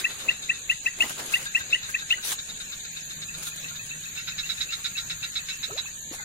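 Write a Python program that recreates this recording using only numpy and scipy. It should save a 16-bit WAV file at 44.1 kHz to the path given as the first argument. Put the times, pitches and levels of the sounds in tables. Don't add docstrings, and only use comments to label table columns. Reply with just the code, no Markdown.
import sys
import numpy as np
from scipy import signal
from scipy.io import wavfile
from scipy.ndimage import uniform_filter1d

SR = 44100
rng = np.random.default_rng(int(sys.argv[2]) if len(sys.argv) > 2 else 0)


def decibels_to_gain(level_db):
    exponent = np.asarray(level_db, float) / 20
    return 10 ** exponent


def to_wav(s):
    ch = np.atleast_2d(s).T
    pcm = np.round(np.clip(ch, -1, 1) * 32767)
    wavfile.write(sys.argv[1], SR, pcm.astype(np.int16))


N = 275182


def evened(x):
    return x / np.sqrt(np.mean(x ** 2) + 1e-20)


def read(points, hz):
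    f, value = np.transpose(points)
    return np.interp(np.log(hz + 1), np.log(f + 1), value)


def follow(rows):
    s, value = np.transpose(rows)
    return np.interp(np.arange(N) / SR, s, value)


def add(mix, s, sound):
    part = mix[..., round(s * SR):][..., :sound.shape[-1]]
    part += sound[..., :part.shape[-1]]


def resonate(x, hz, width):
    r = np.exp(-np.pi * width / SR)
    bend = 2 * r * np.cos(2 * np.pi * hz / SR)
    return signal.lfilter([2 * (1 - r), -bend * (1 - r)], [1, -bend, r ** 2], x)


def roughness(size):
    return evened(uniform_filter1d(rng.standard_normal(N), size=size))


def hiss(spectrum, patchy_db, flicker_db, same):
    frames, hz = N // 128 + 5, np.fft.rfftfreq(512, 1 / SR)
    a, b, c, d, patches = rng.standard_normal((frames, 257, 5)).T
    patches = uniform_filter1d(patches, size=6, axis=0)
    patches = evened(uniform_filter1d(patches, size=16, axis=1))
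    alike = np.clip(read(same, hz), -1, 1)[:, None]
    left = a + 1j * b
    right = alike * left + np.sqrt(1 - alike ** 2) * (c + 1j * d)
    flicker = flicker_db * rng.standard_normal(frames)
    z = np.array([left, right]) * decibels_to_gain(read(spectrum, hz)[:, None] + patchy_db * patches + flicker)
    return evened(signal.istft(z, nperseg=512, noverlap=384)[1][:, :N])


def reeds(x, t60):
    at = np.arange(200, 12000, 20) + rng.integers(0, 20, (2, 590))
    echoes = rng.choice([-1., 1.], at.shape) * decibels_to_gain(-60 * at / SR / t60)
    taps = np.zeros((2, 12100))
    np.put_along_axis(taps, at, echoes, axis=1)
    return signal.fftconvolve(x, taps / np.linalg.norm(taps[0]), axes=1)[:, :N]


def breeze():
    rumble = resonate(rng.standard_normal((2, N)), 28, 35)
    return decibels_to_gain(-60.0) * evened(resonate(rumble, 30, 35))


# pitch_hz, likeness
FAR_LIKENESS = [(30, 0.51), (100, 0.95), (200, 0.85), (500, -0.54), (1400, -0.51), (2500, -0.083),
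                (15000, 0.0067)]
# pitch_hz, level_db per Hz
NIGHT_COLOUR = [(12, -38), (20, 2), (161, 1.5), (265, -20.5), (639, -45), (1690, 2), (2040, -8.5),
                (2530, 0.5), (3210, -11.5), (3880, 1), (5030, -10.5), (5400, -5.5), (5800, -4), (7540, -66),
                (12800, -120)]
# time_s, level_db
NIGHT_SWELL = [(0.0, -1.1), (1.9, 1), (2.05, -0.44), (2.2, 0.033), (5.85, 1), (6.02, -1.5), (6.15, 0.66),
               (6.24, 0)]


def night_murmur():
    sound = hiss(NIGHT_COLOUR, patchy_db=1.5, flicker_db=.3, same=FAR_LIKENESS)
    return decibels_to_gain(-44.5 + follow(NIGHT_SWELL)) * sound


# pitch_hz, level_db per Hz
INSECT_COLOUR = [(7500, -21), (9000, -19), (10000, -44), (11500, 3), (14200, 12), (14800, 20), (16000, -18)]
# time_s, level_db
INSECT_SWELL = [(0.0, -4), (2.2, -2), (2.6, -1), (4.5, 1), (6.24, -1)]


def far_insects():
    sound = hiss(INSECT_COLOUR, patchy_db=1.6, flicker_db=1.2, same=FAR_LIKENESS)
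    return decibels_to_gain(-51.5 + follow(INSECT_SWELL)) * sound


# time_s, level_db
ENGINE_LEVEL = [(0.0, -58), (1.1, -53), (2.0, -59), (2.75, -58), (2.92, -49.5), (3.79, -45.5),
                (4.36, -48.5), (4.8, -50.5), (4.9, -62), (5.13, -48), (5.35, -58), (6.24, -53)]


def engine_hum():
    waver_db, wander_hz = 3.2 * roughness(3000), 4 * roughness(3000)
    tone = np.sin(2 * np.pi * np.cumsum(157.8 + wander_hz) / SR)
    return decibels_to_gain(follow(ENGINE_LEVEL) - 7.0 + waver_db) * tone


# time_s, level_db
CRICKET_LEVEL = [(0.0, -43.5), (.405, -43.5), (.417, -47), (.425, -38), (.433, -42.5), (1.6, -42.5),
                 (2.22, -42.5), (2.25, -51), (2.325, -49), (2.35, -42.5), (5.46, -42), (6.24, -42.5)]
# pitch_hz, width_hz, level_db
WINGS = [(6486, 345, -6), (6707, 200, -5), (6973, 140, -5.5), (7250, 170, -6.5), (8300, 980, -11)]


def crickets():
    t, out = np.arange(N) / SR, np.zeros((2, N))
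    for hz, width, db in WINGS:
        throb = 1 + 0.035 * np.sin(2 * np.pi * (rng.uniform(52, 110) * t + rng.random((2, 1))))
        struck = rng.random((2, N)) < 900 / SR
        wing = resonate(rng.standard_normal((2, N)) * struck * throb, hz, width)
        wing = resonate(resonate(wing, hz, 2 * width), hz, 2 * width)
        out += decibels_to_gain(db) * evened(wing)
    pan_db = np.array([[.8], [-.8]])
    return decibels_to_gain(follow(CRICKET_LEVEL) + 3 + pan_db) * evened(out)


# pitch_hz, width_hz, level_db
RATTLE_RINGS = [(3870, 206, 3), (3705, 430, 5.5), (3976, 830, -2.5), (1400, 31, -28), (2280, 2180, 4),
                (5035, 490, -9)]


def rattlers(rows, per_s, uneven_db, ring_hz, ring_db, body_db, lag, pan_db):
    clicks = np.zeros((2, N))
    for s, db, length, own_db, surge in rows:
        chance = rng.standard_normal((3, 56))
        t = np.cumsum(1 + 0.3 * chance[0].clip(-2, 2)) / per_s - 1 / per_s
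        level_db = db - 19.2 * (t / length) ** 2
        level_db -= 0.69 * (1 - t / .009).clip(0)
        level_db += uneven_db * chance[1].clip(-2, 1.5)
        level_db += 3.5 * np.exp(-((t - surge) / .0021) ** 2)
        at = ((s + t) * SR).astype(int).clip(0, N - 1)
        clicks[:, at] = decibels_to_gain(level_db) * np.sign(chance[2]) * decibels_to_gain(np.array([[own_db], [0]]))
    tight, loose = signal.sosfilt(signal.butter(6, 1300, "high", fs=SR, output="sos"), clicks)

    def ring(x, hz, width, db):
        return decibels_to_gain(db) * resonate(resonate(x, hz, width), hz, 0.68 * width) * 900 / width

    rest = sum(ring(tight, *mode) for mode in RATTLE_RINGS[1:3])
    rest = rest + sum(ring(loose, *mode) for mode in RATTLE_RINGS[3:])
    body = decibels_to_gain(body_db) * resonate(loose, 1545, 320)
    left, right = decibels_to_gain(ring_db) * ring(tight, ring_hz, *RATTLE_RINGS[0][1:]) + rest + body
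    return 12 * np.array([decibels_to_gain(pan_db / 2) * np.roll(left, int(lag)), decibels_to_gain(-pan_db / 2) * right])


# start_s, level_db
ACROSS_CALLS = [(0.098, -34.5), (0.193, -34.5), (0.302, -33), (0.4221, -33), (0.53, -35), (0.639, -45.5),
                (0.7232, -40.5), (0.891, -65), (1.322, -34), (1.455, -33), (1.5883, -34.5), (1.702, -30.5),
                (1.825, -31.5), (1.9794, -32), (2.094, -31), (2.225, -33), (2.383, -30), (2.491, -31),
                (2.602, -29), (2.7213, -29), (2.794, -36.5), (2.845, -32), (2.963, -29), (3.102, -31.5),
                (3.218, -30), (3.3414, -32.5), (3.468, -36), (3.5754, -34), (3.682, -33), (3.756, -34),
                (3.891, -35.5), (4.029, -33.5), (4.456, -31.5), (4.572, -32.5), (4.704, -31), (4.794, -40),
                (5.175, -47), (5.325, -37), (5.459, -39), (6.203, -44)]


def rattlers_across():
    rows = [(s, db, .06 if s < 2.3 else .025, -.1, .01) for s, db in ACROSS_CALLS]
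    sound = rattlers(rows, per_s=520, uneven_db=2.0, ring_hz=3950, ring_db=np.array([[-3], [-3]]),
                     body_db=-2.5, lag=-7, pan_db=2.9)
    return decibels_to_gain(-5) * sound + decibels_to_gain(-5.5) * reeds(sound, 0.053)


# start_s, level_db, length_s, sac_ring_db, surge_after_s
RIGHT_CALLS = [(4.158, -34, 0.083, -5.5, .04), (4.272, -28, 0.04, -5.5, .009),
               (4.3824, -28, 0.028, -2, 0.0069), (4.4926, -26.5, 0.031, -1.5, 0.0065),
               (4.6053, -26, 0.03, -1, 0.0091), (4.7224, -27, 0.028, -0.5, 0.0061),
               (4.8446, -27, 0.034, -0.5, 0.014), (4.9706, -27.5, 0.034, 0, 0.013),
               (5.098, -26.5, 0.027, -2, 0.012), (5.2295, -27, 0.028, -2.5, .014),
               (5.356, -27, 0.025, 1.5, .015), (5.485, -26.5, 0.029, -3.5, 0.0076),
               (5.6286, -28, 0.028, -2.5, 0.014), (5.776, -27.5, 0.022, -0.5, 0.0059)]


def rattler_on_right():
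    sound = rattlers(RIGHT_CALLS, per_s=480, uneven_db=1.5, ring_hz=3859,
                     ring_db=np.array([[-6], [1.5]]), body_db=-9.0, lag=3.6, pan_db=0.5)
    return sound + decibels_to_gain(2.5) * reeds(sound, 0.082)


# share_of_pitch, level_db
OVERTONES = [(1, 0), (.5, -30), (.75, -26), (1.25, -36), (1.5, -32)]


def note(hz, length, hz_per_s, rise, fall, sac=(), settle=10):
    t = np.arange(int(length * SR)) / SR
    pitch = hz + hz_per_s * settle * (1 - np.exp(-t / settle))
    shape = np.clip(t / rise, 0, 1) ** 1.2 * np.clip((length - t) / fall, 0, 1)
    shape *= 0.08 + sum(decibels_to_gain(db) / (1 + ((pitch - f) / width) ** 2) for f, width, db in sac)
    shape *= 1 - .72 / (1 + ((pitch - 2838) / 28) ** 2)
    shape *= 1 + 0.1 * np.sin(2 * np.pi * (rng.uniform(122, 248) * t + rng.random()))
    turns = np.cumsum(pitch) / SR
    tone = sum(decibels_to_gain(db) * np.sin(2 * np.pi * share * turns) for share, db in OVERTONES)
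    return shape / shape.max() * tone


def peepers(rows, lag, pan_db, low_note_db, below_hz, hz_per_s, settle, extra, sac):
    out = np.zeros(N)
    for s, db, hz, wait, *own_db in rows:
        lead = note(hz - 750, 0.011, hz_per_s=44000, rise=0.0035, fall=0.0012)
        add(out, s - .008, decibels_to_gain(db - 23.5) * lead)
        high = note(hz - below_hz, wait + extra, hz_per_s, rise=0.0048, fall=0.0044, sac=sac, settle=settle)
        add(out, s - .0025, decibels_to_gain(db - 1.26) * high)
        low = note(.722 * hz - 120, .022, hz_per_s=13800, rise=0.0022, fall=0.0056, sac=sac, settle=0.068)
        low_db = db + low_note_db + sum(own_db) - .025 * (hz - 2630)
        add(out, s + wait + 0.00052, decibels_to_gain(low_db) * low)
    return np.array([out, np.roll(out, int(lag)) * decibels_to_gain(-pan_db)])


# start_s, level_db, pitch_hz
PIPER_NOTES = [(0.196, -53, 1760), (1.101, -29, 1537), (1.327, -27.5, 1620), (1.465, -29.5, 1615),
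               (1.6077, -32, 1584), (1.891, -31.5, 1585), (2.0248, -31.5, 1603), (2.181, -33, 1528),
               (3.35, -43, 1415), (3.471, -36, 1384), (3.7117, -39, 1400), (4.778, -45, 1600),
               (5.711, -33.5, 1316), (6.189, -34, 2025), (6.2034, -35, 1540), (6.22, -37, 1495)]
# start_s, level_db, pitch_hz, length_s, glide_hz_per_s
TRAILING_CALL = (5.528, -38, 2750, .062, -2200)


def pipers():
    out = np.zeros(N)
    for s, db, hz in PIPER_NOTES:
        add(out, s - .008, decibels_to_gain(db) * note(hz - 50, .022, hz_per_s=5000, rise=.009, fall=.009))
    s, db, hz, length, hz_per_s = TRAILING_CALL
    add(out, s, decibels_to_gain(db) * note(hz, length, hz_per_s, rise=0.0036, fall=0.078))
    out *= 1 + .5 * roughness(90)
    return np.array([decibels_to_gain(1.2) * out, decibels_to_gain(-1.2) * np.roll(out, shift=12)])


# start_s, level_db, pitch_hz, wait_for_low_note_s
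FAR_CALLS = [(2.9614, -36, 2510, 0.012), (3.2865, -30.5, 2546, 0.0092), (3.5174, -32, 2460, 0.0046),
             (3.6424, -27.5, 2585, 0.0066), (3.7922, -30, 2485, 0.0083), (3.9078, -28, 2550, 0.015),
             (4.0558, -32.5, 2510, 0.0078), (4.1748, -28, 2600, 0.017), (4.318, -30.5, 2500, 0.0078),
             (4.4332, -27.5, 2630, 0.019), (4.58, -32, 2500, 0.003), (4.6892, -28, 2590, .022),
             (4.9533, -27.5, 2560, 0.02), (5.1019, -32, 2530, 0.015), (5.2255, -28, 2585, 0.021),
             (5.3903, -28.5, 2560, 0.0055), (5.5049, -30.5, 2520, 0.025), (5.858, -31.5, 2520, 0.012)]
# pitch_hz, width_hz, level_db
FAR_RINGS = [(2600, 200, 8), (2810, 140, -7), (1960, 250, 3)]


def far_frogs():
    sound = peepers(FAR_CALLS, lag=12.6, pan_db=2.5, low_note_db=-9.0, below_hz=73, hz_per_s=22000,
                    settle=0.014, extra=0.007, sac=FAR_RINGS) + pipers()
    return sound + decibels_to_gain(-7) * reeds(sound, 0.14)


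# start_s, length_s, first_pitch_hz, last_pitch_hz, level_db
BUBBLE_RINGS = [
    (5.682, 0.038, 365, 1320, -51.5),
    (5.705, 0.051, 375, 502, -47),
    (5.752, 0.044, 493, 1246, -51.5),
    (5.847, 0.014, 720, 1400, -58),
    (6.113, 0.01, 282, 340, -45.5),
    (6.113, .035, 267, 933, -51.5),
    (6.123, 0.013, 687, 1290, -52.5),
    (6.193, 0.023, 940, 730, -57.5),
]


def bubbles():
    out = np.zeros(N)
    for s, length, first_hz, last_hz, db in BUBBLE_RINGS:
        way = np.arange(0, length, 1 / SR) / length
        pitch = first_hz * (last_hz / first_hz) ** way ** 1.2
        ring = np.sin(2 * np.pi * np.cumsum(pitch) / SR) * signal.windows.tukey(len(way), .15)
        add(out, s, decibels_to_gain(db + 5.5 + 2 * way) * ring)
    return out * (1 + .45 * roughness(120))


def strokes(rows, rest_db, rise_db_s, fall_db_s):
    t = np.arange(0, N, 64) / SR
    s, db, hold = np.transpose(rows)[:, :, None]
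    level_db = db - rise_db_s * (s - t).clip(0) - fall_db_s * (t - s - hold).clip(0)
    power = decibels_to_gain(2 * rest_db) + decibels_to_gain(2 * level_db).sum(0)
    return np.interp(np.arange(N) / SR, t, np.sqrt(power))


# pitch_hz, likeness
NEAR_LIKENESS = [(30, .6), (130, 1), (300, 0.62), (640, 0.23), (1400, 0.11), (3000, 0.11), (15000, 0.13)]
# pitch_hz, level_db per Hz
BRUSH_COLOUR = [(180, -49), (300, -21), (1170, -9.5), (1800, -11.5), (2470, -8), (3160, -5), (3490, -3),
                (5290, -11.5), (6890, -3), (15800, -15.5)]
# start_s, level_db, hold_s
BRUSH_STROKES = [(0.0, -43, 0.0086), (0.05, -52, 0.15), (1.15, -54, 0.04), (0.71, -50, 0.022),
                 (0.85, -53, 0.037), (1.02, -43, 0.011), (1.08, -45.5, 0.048), (1.195, -50, .006),
                 (1.22, -51, .02), (1.265, -46, .012), (1.3, -47, .02), (1.33, -42.5, 0.05),
                 (1.4, -48, 0.059), (1.56, -51.5, 0.047), (1.9, -44, 0.0042), (2.12, -48.5, 0.0087),
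                 (2.252, -40, 0.015), (2.275, -35, 0.015), (2.305, -35, 0.025), (3.385, -49, 0.04),
                 (3.43, -44.5, 0.013), (3.455, -48, .01), (3.472, -44.5, 0.017), (3.58, -54, 0.11),
                 (4.5, -60, 0.43), (5.33, -84, .01), (5.63, -57, 0.011), (5.78, -62, 0.074),
                 (5.98, -67, 0.023), (6.13, -49.5, 0.025)]


def brushing_grass():
    snaps = rng.standard_normal((2, N)).clip(-1.6, 1.6)
    snaps *= decibels_to_gain(1.1 * rng.exponential(size=(2, N)).clip(0, 4))
    snaps *= rng.random((2, N)) < 500 / SR
    snaps = evened(resonate(snaps, 8200, 6500) + resonate(snaps, 4100, 1500))
    brush = hiss(BRUSH_COLOUR, patchy_db=4.5, flicker_db=2.5, same=NEAR_LIKENESS) + decibels_to_gain(-9) * snaps
    return decibels_to_gain(7.0) * strokes(BRUSH_STROKES, -55.5, rise_db_s=447.0, fall_db_s=600) * brush


# pitch_hz, level_db per Hz
TREAD_COLOUR = [(60, -34), (140, -2), (260, 5), (500, 5), (900, 0.5), (1500, 1.5), (3000, 1.5),
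                (6000, -9.5)]
# start_s, level_db, hold_s
FOOTSTEPS = [(0.0, -39.5, 0.021), (0.1, -39, 0.005), (0.2, -41, 0.12), (0.4, -55, .25),
             (0.69, -46.5, 0.022), (0.85, -45.5, 0.0046), (1.0, -39.5, 0.028), (1.04, -34, 0.014),
             (1.11, -41, 0.0085), (1.197, -32.5, 0.0036), (1.25, -42, 0.075), (1.396, -41, 0.027),
             (1.56, -48, 0.19), (2.33, -53, 0.0028), (2.5, -47.5, 0.005), (3.39, -47, 0.011),
             (3.47, -56, 0.011), (3.61, -55, 0.033), (5.72, -52, 0.021), (5.78, -55, 0.023),
             (6.14, -45.5, 0.0056)]


def footsteps():
    tread = hiss(TREAD_COLOUR, patchy_db=2.2, flicker_db=1.6, same=NEAR_LIKENESS)
    return strokes(FOOTSTEPS, -54, rise_db_s=432, fall_db_s=333) * tread


def ticks(rows, t60):
    t, out = np.arange(0, .02, 1 / SR), np.zeros((2, N))
    for s, db in rows:
        burst = rng.standard_normal((3, len(t)))
        shape = decibels_to_gain(db - 60 * t / t60) * np.minimum(t / .0004, 1)
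        add(out, s, shape * (burst[:2] + 0.54 * burst[2]))
    return out


# start_s, level_db
STEM_CRACKS = [(0.9404, -32), (1.095, -22), (1.107, -27), (1.1937, -39), (1.3245, -20), (1.5953, -42),
               (1.845, -44), (1.8706, -45), (1.8996, -27), (2.2528, -24), (2.672, -42), (2.756, -35),
               (3.434, -24), (3.4725, -25), (3.484, -25), (3.5595, -25)]
# start_s, level_db
TEARS = [(1.2674, -32), (2.2502, -31), (2.2545, -26), (2.2614, -23), (2.2665, -20), (2.278, -24),
         (2.285, -22), (2.2913, -22), (2.3085, -14), (2.3176, -20), (2.3265, -21), (2.3295, -18)]
# start_s, level_db
WET_STEPS = [
    (1.034, -39),
    (1.043, -41),
    (1.106, -24),
    (1.196, -30),
    (1.225, -42),
    (1.295, -45),
    (1.394, -37),
]


def twigs():
    dry_snaps = decibels_to_gain(-10.5) * ticks(STEM_CRACKS, 0.026) + decibels_to_gain(-7.5) * ticks(TEARS, 0.0086)
    wet = ticks(WET_STEPS, .03)
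    bright = resonate(dry_snaps, 8100, 8300) + decibels_to_gain(-12) * resonate(dry_snaps, 2500, 3000)
    return bright + decibels_to_gain(1.5) * resonate(wet, 660, 1050)


# start_s, level_db, pitch_hz, wait_for_low_note_s, low_note_db
CLOSE_CALLS = [(0.0429, -10, 2602, 0.0094, 1), (0.2853, -8.5, 2647, 0.013, -4),
               (0.4937, -9, 2600, 0.0095, -1), (0.6963, -9, 2687, 0.016, 0), (0.86, -10, 2638, 0.0088, 1.5),
               (1.0049, -8.5, 2705, 0.018, 1.5), (1.3373, -9, 2683, 0.016, 1),
               (1.5483, -9, 2630, 0.016, -1), (1.7268, -8.5, 2678, 0.02, -1),
               (1.9435, -11.5, 2560, 0.0069, -0.5), (2.1057, -10, 2700, 0.022, 2.5)]
# pitch_hz, width_hz, level_db
CLOSE_RINGS = [(2690, 140, 0), (2925, 70, -1), (1930, 260, 0)]


def close_frog():
    sound = peepers(CLOSE_CALLS, lag=21, pan_db=3.2, low_note_db=-12.8, below_hz=185, hz_per_s=25000,
                    settle=.032, extra=.0075, sac=CLOSE_RINGS)
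    return sound + decibels_to_gain(-15) * reeds(sound, 0.25)


def scene():
    background = breeze() + night_murmur() + far_insects() + engine_hum() + crickets()
    far_voices = rattlers_across() + rattler_on_right() + far_frogs()
    person = bubbles() + brushing_grass() + footsteps() + twigs()
    return background + far_voices + person + close_frog()


def low_pass(x):
    return signal.sosfilt(signal.butter(12, 15990, fs=SR, output="sos"), x)


# pitch_hz, level_db
LEFT_OVER_RIGHT = [(20, 1.5), (8000, -1), (10000, 9), (15000, 0)]
# pitch_hz, level_db
GATE = [(250, -30), (400, -6), (900, -6.5), (1200, -3.3), (3100, -4), (4000, -7), (4800, -.5), (5300, -.5),
        (5800, 4.5), (6200, -10), (7500, -9), (7900, -1.2), (9600, .8), (11000, -.8), (14000, -1),
        (14900, 3.3)]


def record(dry):
    hz, _, z = signal.stft(dry, SR, nperseg=2048, noverlap=1536)
    z *= decibels_to_gain(read(LEFT_OVER_RIGHT, hz)[:, None] * np.array([.5, -.5])[:, None, None])
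    power = uniform_filter1d((abs(z) ** 2).mean(0), size=3, axis=1)
    wide, narrow = uniform_filter1d(power, size=9, axis=0), uniform_filter1d(power, size=5, axis=0)
    band = np.where(hz[:, None] > 7600, wide, narrow)
    steady = uniform_filter1d(np.median(band, axis=1), size=9)[:, None]
    nearby = uniform_filter1d(np.log(band + 1e-14), size=41, axis=0)
    nearby = np.exp(uniform_filter1d(nearby, size=5, axis=1))
    usual = np.where(hz[:, None] > 8600, np.sqrt(steady * nearby), steady)
    bar = usual * decibels_to_gain(2 * read(GATE, hz))[:, None]
    z *= np.clip(band / bar, 0, 1) ** 20 * (hz < 15800)[:, None]
    mix = signal.istft(z, SR, nperseg=2048, noverlap=1536)[1][:, :N]
    return low_pass(mix)


dry = scene()
out = record(dry)
to_wav(out)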